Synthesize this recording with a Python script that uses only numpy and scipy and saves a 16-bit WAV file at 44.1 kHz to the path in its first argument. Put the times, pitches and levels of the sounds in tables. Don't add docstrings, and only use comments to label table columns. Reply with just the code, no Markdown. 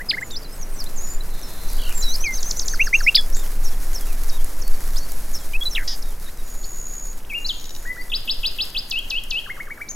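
import sys
import numpy as np
from scipy import signal
from scipy.fft import rfft, irfft, next_fast_len
from scipy.io import wavfile
from scipy.ndimage import uniform_filter1d, map_coordinates

SR = 44100
rng = np.random.default_rng(int(sys.argv[2]) if len(sys.argv) > 2 else 0)


def store_wav(level_fs):
    pcm = np.round(np.clip(np.atleast_2d(level_fs), -1, 1) * 32767)
    wavfile.write(sys.argv[1], SR, pcm.T.astype(np.int16))


N = 438794


def amp(db):
    return 10 ** (np.asarray(db) / 20)


def unit(x):
    return x / np.sqrt(np.mean(x ** 2) + 1e-20)


def along(points, hz):
    f, v = np.transpose(points)
    return np.interp(np.log(hz + 1), np.log(f + 1), v)


def over_time(points):
    return np.interp(np.arange(N) / SR, *np.transpose(points))


def wobble(rate, size):
    knots = rng.standard_normal(int(size * rate / SR) + 4)
    return map_coordinates(knots, [np.arange(size) * rate / SR])


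def filtered(x, response):
    m = next_fast_len(N + SR // 2)
    return irfft(rfft(x, m) * response(np.fft.rfftfreq(m, 1 / SR)), m)[..., :N]


def empty_track():
    return np.zeros(N + 2 * SR)


def add(track, s, sound):
    track[round((s + 1) * SR):][:len(sound)] += sound


def trimmed(track):
    return track[SR:SR + N]


# (frequency [Hz], level [dB])
SIDE_AGAINST_MID = [(60, -33), (200, -23), (380, -13), (700, -10), (1290, -12), (2380, -13.5), (4400, -3),
                    (8120, -27), (11500, -21), (15000, -11)]


def wide(mid, side, spectrum):
    def response(f):
        return amp(along(spectrum, f) + [0 * f, along(SIDE_AGAINST_MID, f)])

    mid, side = filtered(np.array([mid, side]), response)
    return unit(np.array([mid + side, mid - side]))


# (time [s], level [dB])
GARDEN_LEVEL = [(0, -41), (4.6, -42), (6.4, -45.5), (9.95, -46)]
# (frequency [Hz], relative level [dB])
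GARDEN_COLOUR = [(35, -6), (60, -5.5), (152, -10), (496, -14.5), (1070, -20.5), (2080, -25), (3200, -32.5),
                 (4160, -44), (7040, -120)]


def garden_noise():
    mid, side = rng.standard_normal((2, N))
    return wide(mid, side, GARDEN_COLOUR) * amp(over_time(GARDEN_LEVEL))


# (time [s], level [dB])
BREEZE = [(0, -8), (.8, -4), (1.3, -3), (1.8, 1.5), (2.7, 0), (4.2, 1.5), (5.3, .6), (6.1, -3.6), (7.4, -6),
          (8.6, -5), (9.95, -12)]


def breeze():
    return over_time(BREEZE)


# (frequency [Hz], relative level [dB])
WIND_PRESSURE = [(1.2, -18), (2.0, 1), (20, 4), (30, -18.5), (54, -23), (110, -51), (240, -120)]


def wind(breeze_db):
    def response(f):
        return amp(along(WIND_PRESSURE, f)) * [1 + 0 * f, f / 6000]

    push, tilt = filtered(rng.standard_normal((2, N)), response)
    return unit(np.array([push + tilt, push - tilt])) * amp(-17 + 1.6 * breeze_db)


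def crackle(rate, spread_db):
    sizes_db = spread_db * np.minimum(rng.exponential(size=N), 2.5)
    hits = (rng.random(N) < rate / SR) * amp(sizes_db)
    decay = amp(-np.arange(120) * 0.18)
    return unit(np.convolve(hits, decay)[:N] * rng.standard_normal(N))


# (frequency [Hz], relative level [dB])
LEAF_COLOUR = [(1760, -1), (3000, -10), (3990, -5.5), (5570, -2.5), (6670, -2), (8690, -4.5), (11100, 0.5),
               (13900, -2.5), (15800, -9)]


def leaves(breeze_db):
    grains = [rng.standard_normal(N) + .5 * crackle(200, spread_db=6.5) for _ in range(2)]
    flicker_db = 0.39 * wobble(6, size=N) + 1.4 * wobble(22, size=N) + 1.2 * wobble(60, size=N)
    return wide(*grains, LEAF_COLOUR) * amp(-40 + breeze_db + flicker_db)


# (time [s], starting level [dB])
LEAF_TICKS = [(.841, -26), (1.732, -25), (2.1609, -23.5), (3.211, -27), (3.3009, -28), (4.0108, -27),
              (4.129, -24), (4.2352, -25), (4.4443, -26), (4.6788, -24), (5.1188, -24.5), (8.4652, -30),
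              (8.6537, -31), (8.8992, -27), (8.989, -30), (9.2374, -27)]


def ticks():
    left, right = empty_track(), empty_track()
    t = np.arange(SR // 50) / SR
    for s, db in LEAF_TICKS:
        noise = rng.standard_normal(len(t))
        pitch_shift, to_left = rng.standard_normal(2)
        centre_hz = 10900 * (1 + .06 * pitch_shift)
        band = signal.lfilter(*signal.iirpeak(centre_hz, 2.1, SR), noise)
        snap = amp(db - 60 * t / .014) * unit(band)
        add(left, s, snap * amp(0.95 * to_left))
        add(right, s, snap * amp(-1.2 * to_left))
    return np.array([trimmed(left), trimmed(right)])


def controls(rows, fade=.005):
    s, hz, db = np.transpose(rows)
    t = np.arange(s[0] - fade / 2, s[-1] + fade / 2, 1 / SR)
    ends = np.clip(np.minimum(t - t[0], t[-1] - t) / fade, 0, 1)
    log_hz = np.interp(t, s, np.log(hz))
    pitch = uniform_filter1d(log_hz, size=min(len(t) // 6, 500), mode="nearest")
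    return t, np.exp(pitch), amp(np.interp(t, s, db)) * np.sin(ends * np.pi / 2) ** 2


def whistle(hz, gain, second_db, flutter_db):
    phase = 2 * np.pi * np.cumsum(hz) / SR
    octave = amp(second_db) * (np.minimum(hz, 5000) / 4000) ** 2 * np.sin(2 * phase)
    flutter = amp(flutter_db * wobble(200, size=len(hz)))
    return np.sqrt(2) * gain * flutter * (np.sin(phase) + octave)


def note(s, length, from_hz, bend_hz, to_hz, bend, peak_db, peak):
    u = np.unique([0, bend, peak, 1])
    hz = np.exp(np.interp(u, [0, bend, 1], np.log([from_hz, bend_hz, to_hz])))
    db = peak_db - 14 * np.abs(u - peak)
    return np.transpose([s + length * u, hz, db])


def run(start_s, count, gap_s, grow_s, soft_db=0, tire_db=0, climb=0, name=None):
    members = []
    for k in range(count):
        s = start_s + k * gap_s + k * (k - 1) / 2 * grow_s
        db = -soft_db * .4 ** k - tire_db * k
        members.append((name, s, db, 1 + climb * k))
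    return members


def song(notes, syllables, repeats, runs, second_db):
    track = empty_track()
    sung = [(note(*row), 0, 0, 1) for row in notes]
    calls = list(repeats)
    for row in runs:
        calls += run(**row)
    for name, s, db, ratio in calls:
        sung += [(stroke, s, db, ratio) for stroke in syllables[name]]
    for rows, s, db, ratio in sung:
        t, hz, gain = controls(rows)
        flutter_db = np.interp(20 * np.log10(gain.max()), [-36, -22], [3.2, .9])
        add(track, s + t[0], whistle(hz * ratio, gain * amp(db), second_db, flutter_db))
    return trimmed(track)


def diffuse_echoes(x, decays):
    hz, t, z = signal.stft(rng.standard_normal((2, SR)), SR, nperseg=256)
    dying = z * amp(-60 * t / along(decays, hz)[:, None])
    tail = signal.istft(dying, SR, nperseg=256)[1]
    delayed = np.pad(x, (150, 0))
    return signal.fftconvolve(delayed[None], tail / np.linalg.norm(tail[0]), axes=1)[:, :N]


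# (time [s], length [s], first pitch [Hz], bend pitch [Hz],
# last pitch [Hz], bend place [0-1], peak level [dB], peak place [0-1])
LEFT_SINGLE_NOTES = [(7.294, .012, 2900, 3250, 3400, .5, -40, .6),
                     (7.202, .006, 2120, 2830, 3780, .5, -45, .4),
                     (7.247, .006, 2255, 3010, 4020, .5, -39, .4),
                     (7.99, .05, 4350, 4620, 4900, .5, -47, .6),
                     (8.095, .015, 3230, 3510, 3810, .5, -42, .6),
                     (7.848, .075, 1300, 1900, 2030, .15, -26, .85),
                     (7.963, .057, 1250, 1930, 2030, .2, -31, .85)]
# (time from the start [s], pitch [Hz], level [dB])
LEFT_STROKES = dict( intro=[[(0, 2700, -33), (.031, 2150, -32), (.053, 2830, -24), (.09, 2790, -28)],
                [(.147, 3900, -28), (.165, 4450, -24), (.181, 6970, -44), (.193, 3900, -21),
                (.207, 3150, -22), (.22, 3050, -30)]], sweep=[[(0, 3900, -27), (.006, 2370, -27.5),
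                (.022, 3480, -20), (.037, 4940, -22.5), (.052, 5210, -26.5)], [(-.027, 13280, -50),
                (.004, 13120, -56)]], dive=[[(.001, 8400, -38), (.009, 4320, -20), (.017, 2750, -27),
                (.031, 2500, -26.5), (.062, 2760, -24), (.092, 3320, -22)]], dip=[[(.004, 1760, -38.5),
                (.025, 980, -47.5), (.047, 2180, -27.5), (.062, 2110, -33)]], closer=[[(0, 3540, -41),
                (.007, 6840, -27.5), (.015, 6560, -36), (.03, 5980, -27)], [(.01, 6850, -38),
                (.062, 6800, -45)]], )
# (name, time [s], gain [dB], pitch ratio)
LEFT_CALLS = [("intro", 7.3, 0, 1), ("sweep", 8.118, 0, .985), ("sweep", 8.276, .5, 1.005),
              ("sweep", 8.432, 1, .98), ("sweep", 8.585, 0, 1.003), ("sweep", 8.747, -1, .98),
              ("closer", 9.885, 0, 1)]
# name, start [s], count, first gap [s], growth of each gap [s], soft start [dB],
# level lost per syllable [dB], pitch gained per syllable [ratio]
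LEFT_EVEN_RUNS = [ dict(name="dive", start_s=8.905, count=3, gap_s=.193, grow_s=.011, soft_db=.6, tire_db=.1, climb=-.005),
                  dict(name="dip", start_s=9.458, count=4, gap_s=.1035, grow_s=.0008, tire_db=.4, climb=.026),
                  ]


def left_song():
    return song(LEFT_SINGLE_NOTES, LEFT_STROKES, LEFT_CALLS, LEFT_EVEN_RUNS, second_db=-46)


CHIP_RUN = dict(start_s=7.595, count=4, gap_s=.045, grow_s=.006, soft_db=4.5)
CHIP_OVERTONES = [-7, 0.5, -7, 1.5]


def chatter():
    track, t = empty_track(), np.arange(round(0.0074 * SR)) / SR
    phase = 2 * np.pi * np.cumsum(np.linspace(1060, 860, len(t))) / SR
    stack = sum(amp(db) * np.sin(k * phase) for k, db in enumerate(CHIP_OVERTONES, start=3))
    breathy_edge = 1 + 0.5 * rng.standard_normal(len(t))
    chip = np.hanning(len(t)) * stack * breathy_edge
    for _, s, db, _ in run(**CHIP_RUN):
        for delay_s in (0, .013):
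            add(track, s + delay_s, amp(-35.5 + db) * chip)
    return trimmed(track)


# (delay [s], level [dB])
WALL_ANSWERS = [(.009, -15.5), (.0415, -23), (.058, -25)]
# (frequency [Hz], time to fall 60 dB [s])
WALL_DECAY = [(1500, 0.48), (3000, 0.64), (7000, 0.63)]


def between_walls(bird):
    def answers(f):
        return sum(amp(db) * np.exp(-2j * np.pi * f * s) for s, db in WALL_ANSWERS)

    tail = diffuse_echoes(bird, WALL_DECAY)
    common = tail.mean(0)
    spread = common + 0.88 * (tail - common)
    return bird + filtered(bird, answers) + amp(-9.5) * spread


def from_left(x):
    def lead(f):
        cycles = f * 2.1e-5 * np.exp(-(f / 8500) ** 4)
        return amp([[1.3], [-1.3]]) * np.exp(2j * np.pi * cycles * np.array([[1], [-1]]))

    return filtered(x, lead)


# (time [s], pitch [Hz], level [dB])
WHEEZE_STRANDS = [
    [(1.33, 3720, -54), (1.6, 3600, -54), (1.75, 3550, -59)],
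    [(1.3, 4150, -54), (1.65, 4090, -49), (1.89, 3950, -48)],
    [(1.66, 4700, -56), (1.77, 4600, -47), (1.89, 4400, -48)],
]


def wheeze():
    track = empty_track()
    for rows in WHEEZE_STRANDS:
        t, hz, gain = controls(rows)
        hoarse = hz * (1 + .035 * wobble(600, size=len(t)))
        add(track, t[0], whistle(hoarse, gain, second_db=-50, flutter_db=2))
    return trimmed(track)


# (time [s], lower voice [Hz], upper voice [Hz], level [dB])
SCOLD_VOICES = [(5.877, 1400, 2000, -21), (5.888, 1430, 1890, -27), (5.903, 1570, 1920, -29),
                (5.935, 1440, 1800, -30), (5.957, 1390, 1720, -40)]
# (frequency [Hz], gain [dB])
SCOLD_THROAT = [(1000, -70), (1700, -25), (2400, -28), (3200, -19), (4300, -11), (5000, 0), (6200, -9),
                (8000, -30), (14000, -90)]


def scold():
    track = empty_track()
    t, low, gain = controls([(s, lower, db) for s, lower, _, db in SCOLD_VOICES])
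    _, high, _ = controls([(s, upper, db) for s, _, upper, db in SCOLD_VOICES])
    shaky = [hz * (1 + .016 * wobble(200, size=len(t))) for hz in (low, high)]
    gate = np.exp(3 * sum(np.cos(2 * np.pi * np.cumsum(hz) / SR) for hz in shaky))
    air = unit(gate) + .55 * rng.standard_normal(len(t))
    voiced = filtered(air, lambda f: amp(along(SCOLD_THROAT, f)))[:len(t)]
    add(track, t[0], gain * unit(voiced))
    return trimmed(track)


# (time [s], pip rate [Hz], level before pip shaping [dB])
PIP_TRILLS = [
    [(6.45, 81, -42.5), (6.878, 72.9, -28.5), (7.128, 63, -33)],
    [(7.4, 73.0, -41.5), (7.66, 68.8, -39), (7.89, 65.0, -47.5)],
]


def trills():
    track = empty_track()
    for rows in PIP_TRILLS:
        t, rate, gain = controls(rows)
        cycle = np.cumsum(rate * (1 + .025 * wobble(40, size=len(t)))) / SR % 1
        pip = np.sin(np.pi * cycle ** 0.85) ** 2
        hz = 7100 - 48000 / rate * cycle
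        add(track, t[0], whistle(hz, 0.72 * gain * pip, second_db=-50, flutter_db=2.2))
    return trimmed(track)


# (time [s], centre pitch [Hz], level [dB])
FALLING_WARBLES = [((45.5, .075, -9), [(1.783, 3280, -40), (1.9, 2820, -40.5), (1.955, 2500, -49)]),
                   ((91, .135, -30), [(5.7505, 3900, -22), (5.758, 3350, -23), (5.785, 2050, -26),
                   (5.805, 1780, -36), (5.838, 1780, -38)])]


def warbles():
    track = empty_track()
    for (rate_hz, depth, under_db), rows in FALLING_WARBLES:
        t, hz, gain = controls(rows)
        swing = depth * amp(2 * wobble(59.5, size=len(t)))
        hz = hz * (1 - swing * np.cos(2 * np.pi * rate_hz * (t - rows[0][0])))
        add(track, t[0], whistle(hz, gain, second_db=-35, flutter_db=2.2))
        add(track, t[0], whistle(hz / 2, gain * amp(under_db), second_db=-35, flutter_db=3))
    return trimmed(track)


# (time [s], length [s], first pitch [Hz], bend pitch [Hz],
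# last pitch [Hz], bend place [0-1], peak level [dB], peak place [0-1])
AHEAD_SINGLE_NOTES = [ (.2, .09, 7900, 7150, 6700, .4, -44, .6),
                      (.307, .016, 3300, 6900, 7610, .5, -34, .6),
                      (.42, .02, 4400, 4700, 5300, .5, -44, .5),
                      (.335, .075, 6000, 5820, 5640, .5, -46, .2),
                      (.445, .03, 4800, 3980, 4130, .3, -39, .05),
                      (.47, .075, 5040, 4900, 5300, .27, -47, .9),
                      (.52, .04, 8400, 8300, 7610, .65, -46, .6),
                      (.59, .045, 6720, 6630, 5550, .47, -35, .95),
                      (.705, .052, 7900, 9300, 7400, .5, -42, .9),
                      (.74, .04, 6100, 5740, 6250, .6, -45, .95),
                      (.785, .04, 6270, 5180, 4280, .5, -31, .7),
                      (.862, .028, 3600, 4140, 3880, .29, -39, .05),
                      (1.03, .15, 6170, 4480, 4900, .7, -48, .3),
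                      (1.207, .015, 4000, 3950, 3900, .5, -31.5, .05),
                      (1.423, .062, 6300, 5340, 5340, .2, -36, .05),
                      (1.687, .015, 6250, 5530, 4900, .5, -36, .1),
                      (2.238, .01, 3040, 3190, 3340, .5, -30, .05),
                      (2.24, .098, 2600, 2126, 2055, .42, -23, .3),
                      (2.69, .06, 5600, 4500, 4550, .33, -43, .3),
                      (3.325, .085, 5300, 7800, 6800, .47, -35, .4),
                      (4.95, .03, 3070, 3650, 4330, .5, -41, .95),
                      (4.96, .02, 4100, 4900, 5400, .5, -29, .6),
                      (5.4, .022, 7800, 7400, 7000, .5, -42, .8),
                      (4.08, .085, 2850, 2380, 2450, .5, -50, .3),
                      (5.533, .007, 2800, 3000, 3100, .5, -38, .5),
                      (5.535, .032, 2350, 2530, 2650, .5, -23, .65),
                      (5.609, .027, 3340, 3300, 3520, .68, -21.5, .7),
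                      (5.655, .032, 4040, 3945, 4010, .4, -19, .45),
                      (6.27, .03, 1460, 2040, 3820, .8, -46, .95),
                      (6.255, .042, 4050, 3600, 4150, .55, -46, .5),
                      (6.385, .035, 3850, 3800, 3760, .5, -46, .2),
                      (6.632, .018, 4300, 4980, 5700, .4, -43, .6),
                      (6.633, .03, 3200, 4200, 5120, .3, -43, .6), ]
# (time from the start [s], pitch [Hz], level [dB])
AHEAD_STROKES = dict( plunge=[[(0, 4940, -32), (.01, 5160, -15), (.021, 4080, -16), (.033, 1980, -26)]],
                 tick_up=[[(0, 3820, -40), (.04, 3440, -37.5), (.054, 4940, -27), (.07, 5400, -31)]],
                 glide=[[(0, 7500, -40), (.028, 6150, -33.5), (.051, 6780, -35.5), (.19, 7130, -36.5)]],
                 lift=[[(0, 1560, -32.5), (.017, 2150, -22.5), (.025, 2090, -30)]],
                 stairs=[[(-.004, 7300, -42), (.012, 5900, -31), (.022, 5300, -29), (.043, 5330, -36),
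                 (.06, 3440, -56), (.105, 3200, -49)]], drop=[[(0, 6900, -40), (.008, 5500, -30),
                 (.016, 3790, -46), (.077, 3780, -48), (.11, 3000, -52), (.135, 3600, -54)]],
                 hook=[[(0, 7300, -42), (.009, 5600, -27), (.018, 4350, -49.5), (.062, 4540, -42),
                 (.08, 4500, -50)], [(.12, 4800, -43), (.135, 4450, -48)]], opener=[[(0, 7250, -43),
                 (.009, 7610, -32), (.064, 7170, -33), (.075, 6290, -30), (.1, 4040, -34)],
                 [(.075, 3860, -35), (.082, 4100, -29), (.149, 3810, -30), (.188, 4150, -32),
                 (.215, 5270, -22.5)]], roof=[[(0, 5350, -43), (.007, 5810, -33), (.048, 6420, -31),
                 (.08, 4080, -33.5)]], flick=[[(0, 6440, -25), (.007, 7300, -36), (.02, 7040, -44)],
                 [(.021, 7590, -25), (.025, 5920, -15), (.029, 3320, -28.5)]], pair=[[(0, 1830, -22),
                 (.013, 1260, -31)], [(.059, 1974, -18), (.073, 2420, -9), (.086, 2790, -8.5),
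                 (.095, 2700, -22)]], snap=[[(0, 2400, -30), (.004, 4300, -12), (.007, 5700, -22)],
                 [(.003, 2200, -34), (.008, 4300, -8.5), (.0125, 5400, -5), (.018, 4200, -7),
                 (.023, 2600, -24)], [(.023, 2600, -26), (.034, 1800, -30), (.038, 1740, -40),
                 (.055, 1670, -41)], [(.022, 5300, -17), (.031, 3700, -27), (.036, 3420, -16.5),
                 (.052, 3370, -19), (.062, 3360, -29)]], )
# (name, time [s], gain [dB], pitch ratio)
AHEAD_CALLS = [("lift", -.002, -5, .94), ("plunge", .087, 0, 1), ("tick_up", .312, 0, 1),
               ("glide", .96, 0, 1), ("opener", 1.945, 0, 1), ("snap", 3.145, 0, 1),
               ("stairs", 2.011, -3, 1.02), ("stairs", 3.022, -1.5, 1), ("stairs", 3.64, -2, 1.03),
               ("stairs", 3.94, 0, 1), ("stairs", 5.335, -1, 1), ("stairs", 5.701, -4.5, 1.02),
               ("drop", 2.335, -2, 1.03), ("drop", 3.342, -1.5, .97), ("drop", 4.29, 0, 1),
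               ("drop", 6.018, -7.5, .99), ("hook", 4.615, 0, 1), ("hook", 4.977, 0, 1)]
# name, start [s], count, first gap [s], growth of each gap [s], soft start [dB],
# level lost per syllable [dB], pitch gained per syllable [ratio]
AHEAD_EVEN_RUNS = [ dict(name="lift", start_s=.128, count=3, gap_s=.042, grow_s=.002, tire_db=1.1, climb=-.01),
                   dict(name="roof", start_s=2.082, count=8, gap_s=.1175, grow_s=.0013, soft_db=.6, tire_db=.25, climb=.005),
                   dict(name="flick", start_s=2.406, count=4, gap_s=.081, grow_s=.003, soft_db=5.5, climb=.003),
                   dict(name="pair", start_s=2.736, count=3, gap_s=.1345, grow_s=.001, soft_db=4.2), ]


def ahead_song():
    return song(AHEAD_SINGLE_NOTES, AHEAD_STROKES, AHEAD_CALLS, AHEAD_EVEN_RUNS, second_db=-33)


# (frequency [Hz], time to fall 60 dB [s])
FOLIAGE_DECAY = [(2000, 0.19), (4000, 0.16), (7000, 0.24)]
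# (frequency [Hz], level [dB])
FOLIAGE_SCATTER = [(2000, -21.5), (4000, -13), (7000, -4.5)]


def among_leaves(birds):
    echo = diffuse_echoes(birds, FOLIAGE_DECAY).mean(0)
    return birds + filtered(echo, lambda f: amp(along(FOLIAGE_SCATTER, f)))


def scene():
    breeze_db = breeze()
    background = garden_noise() + wind(breeze_db) + leaves(breeze_db) + ticks()
    left = from_left(between_walls(left_song() + chatter()))
    ahead = among_leaves(wheeze() + scold() + trills() + warbles() + ahead_song())
    return background + left + ahead


def record(dry):
    soft = dry / (1 + np.abs(dry / .63) ** 5) ** (1 / 5)
    return filtered(soft, lambda hz: hz < 15950)


dry = scene()
out = record(dry)
store_wav(out)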